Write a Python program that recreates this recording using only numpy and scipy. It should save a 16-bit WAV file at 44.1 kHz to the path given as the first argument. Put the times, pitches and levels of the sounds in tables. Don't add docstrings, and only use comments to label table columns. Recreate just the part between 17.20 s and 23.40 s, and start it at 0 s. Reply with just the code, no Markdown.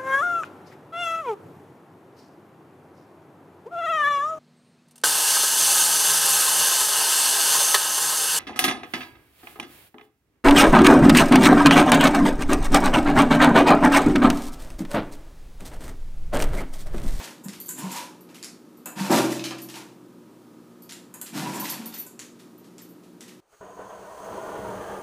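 import sys
import numpy as np
from scipy import signal
from scipy.fft import rfft, irfft, next_fast_len
from scipy.io import wavfile
from scipy.ndimage import uniform_filter1d, map_coordinates

SR = 44100
rng = np.random.default_rng(int(sys.argv[2]) if len(sys.argv) > 2 else 0)


def file_out(sig):
    cols = np.atleast_2d(sig).T
    lim = np.clip(cols, -1, 1)
    pcm = np.round(lim * 32767).astype(np.int16)
    wavfile.write(sys.argv[1], SR, pcm)


N = 273552
TIME = np.arange(N) / SR


def amp(db):
    return 10 ** (np.asarray(db) / 20)


def unit(x):
    return x / np.sqrt(np.mean(x ** 2) + 1e-20)


def fade(t, t60):
    return np.exp(-np.log(1000) * t / t60)


def swell(start, rise, length, t60):
    t = TIME - start
    return np.clip(t / rise, 0, 1) * fade(np.maximum(t - length, 0), t60)


def along(points, hz):
    freqs, values = np.transpose(points)
    return np.interp(np.log(hz + 1), np.log(freqs), values)


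def filtered(x, response):
    size = next_fast_len(len(x) + SR // 2)
    return irfft(rfft(x, size) * response(np.fft.rfftfreq(size, 1 / SR)), size)[:len(x)]


def coloured(x, spectrum):
    return unit(filtered(x, lambda hz: amp(along(spectrum, hz))))


def resonate(x, peaks):
    def body(f):
        return sum((-1) ** k * amp(db) * 1j * f * width / (hz * hz - f * f + 1j * f * width)
                   for k, (hz, width, db) in enumerate(peaks))
    return unit(filtered(x, body))


def no_bass(x):
    return signal.sosfilt(signal.butter(4, 108, "high", fs=SR, output="sos"), x)


def wobble(rate):
    coarse = TIME[::32]
    knots = rng.standard_normal(int(N * rate / SR) + 4)
    return np.interp(TIME, coarse, map_coordinates(knots, [coarse * rate]))


def impacts(rate, spread_db):
    impulses = (rng.random(N) < rate / SR) * rng.choice([-1, 1], N)
    return impulses * amp(spread_db * np.clip(rng.standard_normal(N), -2, 2))


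def ring(modes, t, scatter_db):
    return sum(amp(db + scatter_db * rng.standard_normal()) * fade(t, t60)
               * np.sin(2 * np.pi * (hz * t + rng.random())) for hz, db, t60 in modes)


def bursts(events, spectrum, t60):
    track, t = np.zeros(N), TIME[:SR // 3]
    for start, db in events:
        add(track, start, amp(db) * fade(t, t60) * coloured(rng.standard_normal(len(t)), spectrum))
    return track


def add(track, start, sound):
    part = track[max(round(start * SR), 0):][:len(sound)]
    part += sound[:len(part)]


# frequency in Hz, t60 in seconds.
KITCHEN_DECAY = [(150, 0.91), (1000, 0.4), (5000, 0.35), (9000, 0.32), (15000, 0.23)]

def room(x, wet_db):
    hz, t, noise = signal.stft(rng.standard_normal(SR // 2), SR, nperseg=256)
    tail = signal.istft(noise * fade(t, along(KITCHEN_DECAY, hz)[:, None]), SR, nperseg=256)[1]
    tail = np.pad(tail / np.linalg.norm(tail), (SR // 400, 0))
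    return (x + amp(wet_db) * signal.fftconvolve(x, tail)[:N]) / np.hypot(1, amp(wet_db))


# frequency in Hz, level in dB.
MOTOR_TONES = [(60, -85), (120, -69), (177.6, -61), (236.9, -57), (306.8, -60), (360.2, -61),
               (947.5, -73.5), (1244, -73.5), (1303, -79)]
# frequency in Hz, relative density in dB.
FAN_SPECTRUM = [(25, -10), (55, -16), (100, -20.5), (130, -8), (185, 0), (310, 2.5), (450, -5),
                (700, -14.5), (1200, -16), (2000, -25.5), (4000, -28), (9000, -31), (15000, -33.5)]

def refrigerator():
    hum = sum(amp(db + 2.2 * wobble(2.874)) * np.sqrt(2)
              * np.sin(2 * np.pi * hz * TIME + .5 * wobble(4.015)) for hz, db in MOTOR_TONES)
    return hum + amp(-51) * coloured(rng.standard_normal(N), FAN_SPECTRUM)


# start in seconds, level in dB, rise in seconds.
TAG_STRIKES = [(.401, -33.5, .001), (0.457, -38.5, .005), (1.0072, -51.5, .003), (1.5705, -56, .002),
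               (2.412, -39, .015), (3.619, -45.5, .006), (4.391, -31, .015), (4.434, -37, .01),
               (4.499, -25, .001), (4.657, -35, .003), (4.738, -40.5, .008), (4.771, -33, .03),
               (5.3788, -58, .002), (5.616, -48, .006), (5.68, -55, .02)]
# frequency in Hz, relative level in dB, t60 in seconds.
TAG_MODES = [(4540, -19, .4), (7360, -30, .2), (9790, -18, .2), (11935, -5, .24), (12210, -10, .15),
             (12600, -9, .18), (13910, -1.5, .17)]
# frequency in Hz, relative density in dB.
TAG_TOUCH_SPECTRUM = [(2000, -19), (9000, -4.5), (11000, -2), (12200, 3), (13100, -20), (14000, -13),
                      (15000, -22)]

def tags():
    track, t = np.zeros(N), TIME[:SR // 2]

    def flutter(rate=420):
        return np.interp(t * rate, np.arange(rate), rng.standard_normal(rate))

    for start, db, rise in TAG_STRIKES:
        for hz, mode_db, t60 in TAG_MODES:
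            envelope = np.clip(t / rise, 0, 1) * fade(np.maximum(t - rise, 0), t60)
            strength_db = db + mode_db + 2 * rng.standard_normal() + 3 * flutter()
            pitch = hz * (1 + .003 * rng.standard_normal())
            phase = 2 * np.pi * (pitch * t + rng.random()) + flutter()
            add(track, start, amp(strength_db) * envelope * np.sin(phase))
    touches = [(start + rise / 2, db) for start, db, rise in TAG_STRIKES]
    return track + room(amp(4.5) * bursts(touches, TAG_TOUCH_SPECTRUM, t60=0.017), wet_db=5)


# start in seconds, level in dB, rise in seconds.
RIM_CONTACTS = [(0.236, -39, 0.011), (.4837, -39, 0.0011), (0.4903, -29, 0.00033), (0.508, -33.5, 0.00092),
                (.576, -33, 0.013), (.716, -35, .003), (1.658, -32.5, 0.00053), (1.91, -27.5, .004),
                (2.123, -36.5, 0.0034), (3.9402, -38, 0.00044), (4.0141, -31.5, .0003), (4.328, -36, 0.03),
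                (4.863, -40.5, 0.0051)]
# frequency in Hz, relative density in dB.
CLINK_SPECTRUM = [(500, -39), (1500, -9.5), (2600, -15.5), (4000, -14.5), (6000, -14), (7300, 9), (8200, 0),
                  (9500, 0), (12500, 1), (15500, -6)]
# frequency in Hz, relative level in dB, t60 in seconds.
RIM_MODES = [(1010, -21.5, 0.2), (1503, -22, 0.16), (2630, -33.5, 0.59), (7300, -22, 0.14)]

def clinks():
    rim, metal, t = np.zeros(N), np.zeros(N), TIME[:SR // 4]
    for start, db, rise in RIM_CONTACTS:
        onset = amp(db) * np.clip(t / rise, 0, 1)
        snap = amp(8.5) * fade(t, 0.011)
        decay = fade(np.maximum(t - rise, 0), 0.044) + snap
        add(metal, start, onset * decay * coloured(rng.standard_normal(len(t)), CLINK_SPECTRUM))
        add(rim, start, onset * ring(RIM_MODES, t, scatter_db=7.5))
    return rim + room(amp(1) * metal, wet_db=2.5)


# start in seconds, level in dB, frequency in Hz, t60 in seconds.
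PAW_BLOWS = [(0.257, -11.5, 197, 0.041), (0.283, -24, 200, 0.081), (0.632, -25.5, 188.8, 0.32),
             (0.669, -28, 186, .1), (1.762, -25.5, 201, 0.13), (1.803, -15.5, 195, 0.17),
             (4.589, -26.5, 226, 0.27)]

def paw():
    track, t = np.zeros(N), TIME[:SR // 3]
    onset = 1 - np.exp(-(t / 0.0078) ** 2)
    for start, db, hz, t60 in PAW_BLOWS:
        add(track, start, amp(db) * onset * fade(t, t60) * np.sin(2 * np.pi * hz * t))
    return room(track, wet_db=-10)


# start in seconds, level in dB.
BOWL_RINGS = [(.255, -49), (1.09, -47.5), (1.66, -35.5), (2.309, -36), (2.541, -44), (3.941, -46.5),
              (4.014, -50)]
# centre in Hz, bandwidth in Hz, relative gain in dB.
BOWL_RESONANCES = [(546, 100, -2), (752, 77, 2), (941, 120, 2.5), (1173, 107, -2.5), (1400, 160, -4),
                   (1780, 170, -5), (2475, 480, -9)]

def bowl_ring():
    envelope = sum(amp(db) * (TIME >= start) * fade(np.abs(TIME - start), t60=0.13)
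                   for start, db in BOWL_RINGS)
    return room(envelope * resonate(rng.standard_normal(N), BOWL_RESONANCES), wet_db=2)


# start in seconds, length in seconds, level in dB, pitch in Hz.
BASE_CATCHES = [(0.602, 0.058, -44, 1020), (0.682, .14, -42.5, 960), (0.748, 0.019, -33, 970),
                (4.246, 0.025, -35.5, 967), (4.343, 0.019, -36.5, 985), (4.411, 0.023, -36, 980)]

def groan():
    track = np.zeros(N)
    for start, length, db, hz in BASE_CATCHES:
        pitch = hz * (1 + .06 * wobble(260))
        grip_db = 3 * wobble(180)
        level = amp(db + grip_db) * swell(start, rise=0.014, length=length, t60=0.078)
        track += level * np.sqrt(2) * np.sin(2 * np.pi * np.cumsum(pitch) / SR)
    return room(track, wet_db=-3)


# start in seconds, length in seconds, scrape in dB, judder in dB.
BOWL_SHOVES = [(-.045, 0.042, -39, -48), (0.55, .15, -42, -39.5), (0.71, 0.086, -42, -52),
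               (1.752, 0.12, -34, -36), (1.89, .1, -24.5, -31.5), (2.527, 0.044, -43.5, -52),
               (4.12, 0.33, -36.5, -31), (4.496, 0.18, -46.5, -44)]

def push():
    sag_db_per_s = 19
    power = np.zeros((2, N))
    for start, length, scrape_db, judder_db in BOWL_SHOVES:
        sag_db = sag_db_per_s * np.clip(TIME - start, 0, length)
        shape = swell(start, rise=.045, length=length, t60=0.42) * amp(-sag_db)
        power += (amp([[scrape_db], [judder_db]]) * shape) ** 2
    return np.sqrt(power)


# centre in Hz, bandwidth in Hz, relative gain in dB.
FLOOR_RESONANCES = [(144.8, 21, -4), (202, 17, 1), (255, 13, 1), (315, 33.3, -2)]
# start in seconds, level in dB.
FLOOR_CLACKS = [(1.0895, -50), (1.9045, -28), (2.1945, -28), (2.24, -22.5), (2.256, -28), (2.309, -30.5),
                (2.541, -33.5), (4.0603, -46)]
# frequency in Hz, relative density in dB.
CLACK_SPECTRUM = [(300, -17), (900, -9), (1600, -2), (2000, -8), (2500, 3.5), (3200, -0.5), (4600, 0),
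                  (6500, -5.5), (12000, -27)]

def drag(scraping, juddering):
    scrape = scraping * resonate(impacts(rate=650, spread_db=2), BOWL_RESONANCES)
    drum = resonate(impacts(rate=500, spread_db=0), FLOOR_RESONANCES)
    drum_power = np.abs(uniform_filter1d(drum ** 2, size=SR // 25))
    drum /= np.sqrt(drum_power + 1e-6)
    clacks = room(bursts(FLOOR_CLACKS, CLACK_SPECTRUM, t60=0.028), wet_db=2)
    return room(scrape, wet_db=-1.5) + clacks + no_bass(juddering * drum)


def pellets(rate, hz, octaves, decay_cycles):
    when, pitch, size = rng.random((int(rate * N / SR), 3)).T
    t = TIME[:SR // 200]
    cycles = (hz * 2 ** (octaves * (2 * pitch - 1)))[:, None] * t
    ticks = amp(40 * size)[:, None] * np.sin(2 * np.pi * cycles) * np.exp(-cycles / decay_cycles)
    samples = (when * N).astype(int)[:, None] + np.arange(len(t))
    return unit(np.bincount(samples.ravel(), ticks.ravel(), N)[:N])


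# start in seconds, level in dB.
HEAP_SLIDES = [(.015, -38.5), (.695, -38), (.742, -35), (1.935, -30.5), (2.09, -34.5), (2.53, -44),
               (4.15, -36.5), (4.43, -34.5), (4.469, -35.5), (4.715, -41.5)]
# start in seconds, level in dB.
PELLET_CRUNCHES = [(.283, -47.5), (0.326, -44), (1.088, -57), (1.141, -45.5), (1.225, -47), (2.24, -36),
                   (2.38, -45.5), (2.485, -41.5), (3.69, -44), (3.722, -47), (4.058, -43), (4.991, -43.5),
                   (5.188, -52.5), (5.44, -56.5), (5.582, -53), (5.83, -59.5), (6.004, -48), (6.075, -49.5)]
# start in seconds, level in dB.
PELLET_CRACKS = [(.034, -37), (.2845, -23), (.7623, -27), (1.228, -19), (1.2383, -24), (1.2452, -18.5),
                 (2.24, -22), (3.693, -30), (3.7098, -28.5), (3.7225, -21), (4.36, -26), (4.993, -22.5),
                 (5.582, -29.5), (6.008, -29.5)]
# frequency in Hz, relative density in dB.
RATTLE_SPECTRUM = [(300, -30), (900, -2.5), (1600, -1), (2600, 1), (4500, 0), (7000, -1.5), (9000, -4.5),
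                   (12000, -6), (15500, -15)]
# frequency in Hz, relative density in dB.
CRACK_SPECTRUM = [(400, -13), (2000, -4), (7000, 5.5), (10000, -3.5), (15500, -18)]

def kibble(shaking):
    power = (amp(-2) * shaking) ** 2
    for events, rise, t60 in (HEAP_SLIDES, 0.029, 0.35), (PELLET_CRUNCHES, 0.0056, 0.33):
        power += sum((amp(db) * swell(start, rise, rise, t60)) ** 2 for start, db in events)
    crumbs = coloured(impacts(rate=3500, spread_db=1.5), RATTLE_SPECTRUM)
    ticks = amp(-10) * pellets(rate=260, hz=3854, octaves=1.14, decay_cycles=6.1)
    cracks = room(amp(-2.5) * bursts(PELLET_CRACKS, CRACK_SPECTRUM, t60=0.0059), wet_db=1.5)
    return room(np.sqrt(power) * (crumbs + ticks), wet_db=-7) + cracks


# start in seconds, level in dB.
DRAWER_HITS = [(1.894, -21), (1.9029, -15), (1.913, -20.5), (1.926, -23.5), (1.948, -19), (1.971, -24.5),
               (1.988, -26.5)]
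# frequency in Hz, relative level in dB, t60 in seconds.
PANEL_MODES = [(128.5, -8.5, 1.82), (169, -3, 0.4), (191.7, -14, 2.15), (219.2, 6.5, 0.16),
               (270.3, 1.5, 0.51), (289, -10, 1.8), (321, 2, 0.63), (326, 0, 1.61), (348, -2, 1.16),
               (360.5, -2, 0.37), (392, -10, 0.78), (462, -7, 0.57), (538, -12, 0.5), (564.5, -3.5, 0.65),
               (581.6, -7, 1.08), (631, -3, 0.72), (702, -18, 1.36), (800, -25, 0.85), (802, -6.5, 0.61),
               (973, -13, 0.84), (954, -5, 0.46), (1050, -11.5, 0.71), (1160, -8, 0.61), (1300, -15, 0.24)]
# frequency in Hz, relative density in dB.
CRASH_SPECTRUM = [(40, -40), (85, -26), (110, -34), (200, 11.5), (350, 14), (470, 0), (600, 3.5), (920, 5),
                  (1150, -2), (1500, -0.5), (2500, -27), (6000, -25), (15000, -32)]

def drawer():
    first_hit, t = DRAWER_HITS[0][0], TIME[:2 * SR]
    blows, panel, boom = np.zeros(len(t)), np.zeros(len(t)), np.zeros(N)
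    contact = np.ones(SR // 300)
    for start, db in DRAWER_HITS:
        add(blows, start - first_hit, amp(db - 8) ** 2 * contact / len(contact))
    for hz, db, t60 in PANEL_MODES:
        energy = signal.lfilter([1], [1, -fade(2 / SR, t60)], blows)
        bend = 0.55 * wobble(16)[:len(t)] * fade(t, 2.0)
        panel += amp(db) * np.sqrt(energy) * np.sin(2 * np.pi * (hz * t + rng.random()) + bend)
    add(boom, first_hit, amp(-3.5) * panel)
    crash = amp(-0.5) * bursts(DRAWER_HITS, CRASH_SPECTRUM, t60=0.12)
    return no_bass(boom + room(crash, wet_db=4.5))


def scene():
    scraping, juddering = push()
    bowl = kibble(scraping) + drag(scraping, juddering) + groan() + bowl_ring() + paw()
    mono = bowl + drawer() + tags() + clinks() + refrigerator()
    return np.array([mono, mono])


def record(dry):
    bass_hz, top_hz = 90, 15400

    def passband(hz):
        return (hz < top_hz) * hz ** 2 / np.hypot(hz ** 2, bass_hz ** 2)
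    return np.array([filtered(channel, passband) for channel in dry])


dry = scene()
out = record(dry)
file_out(out)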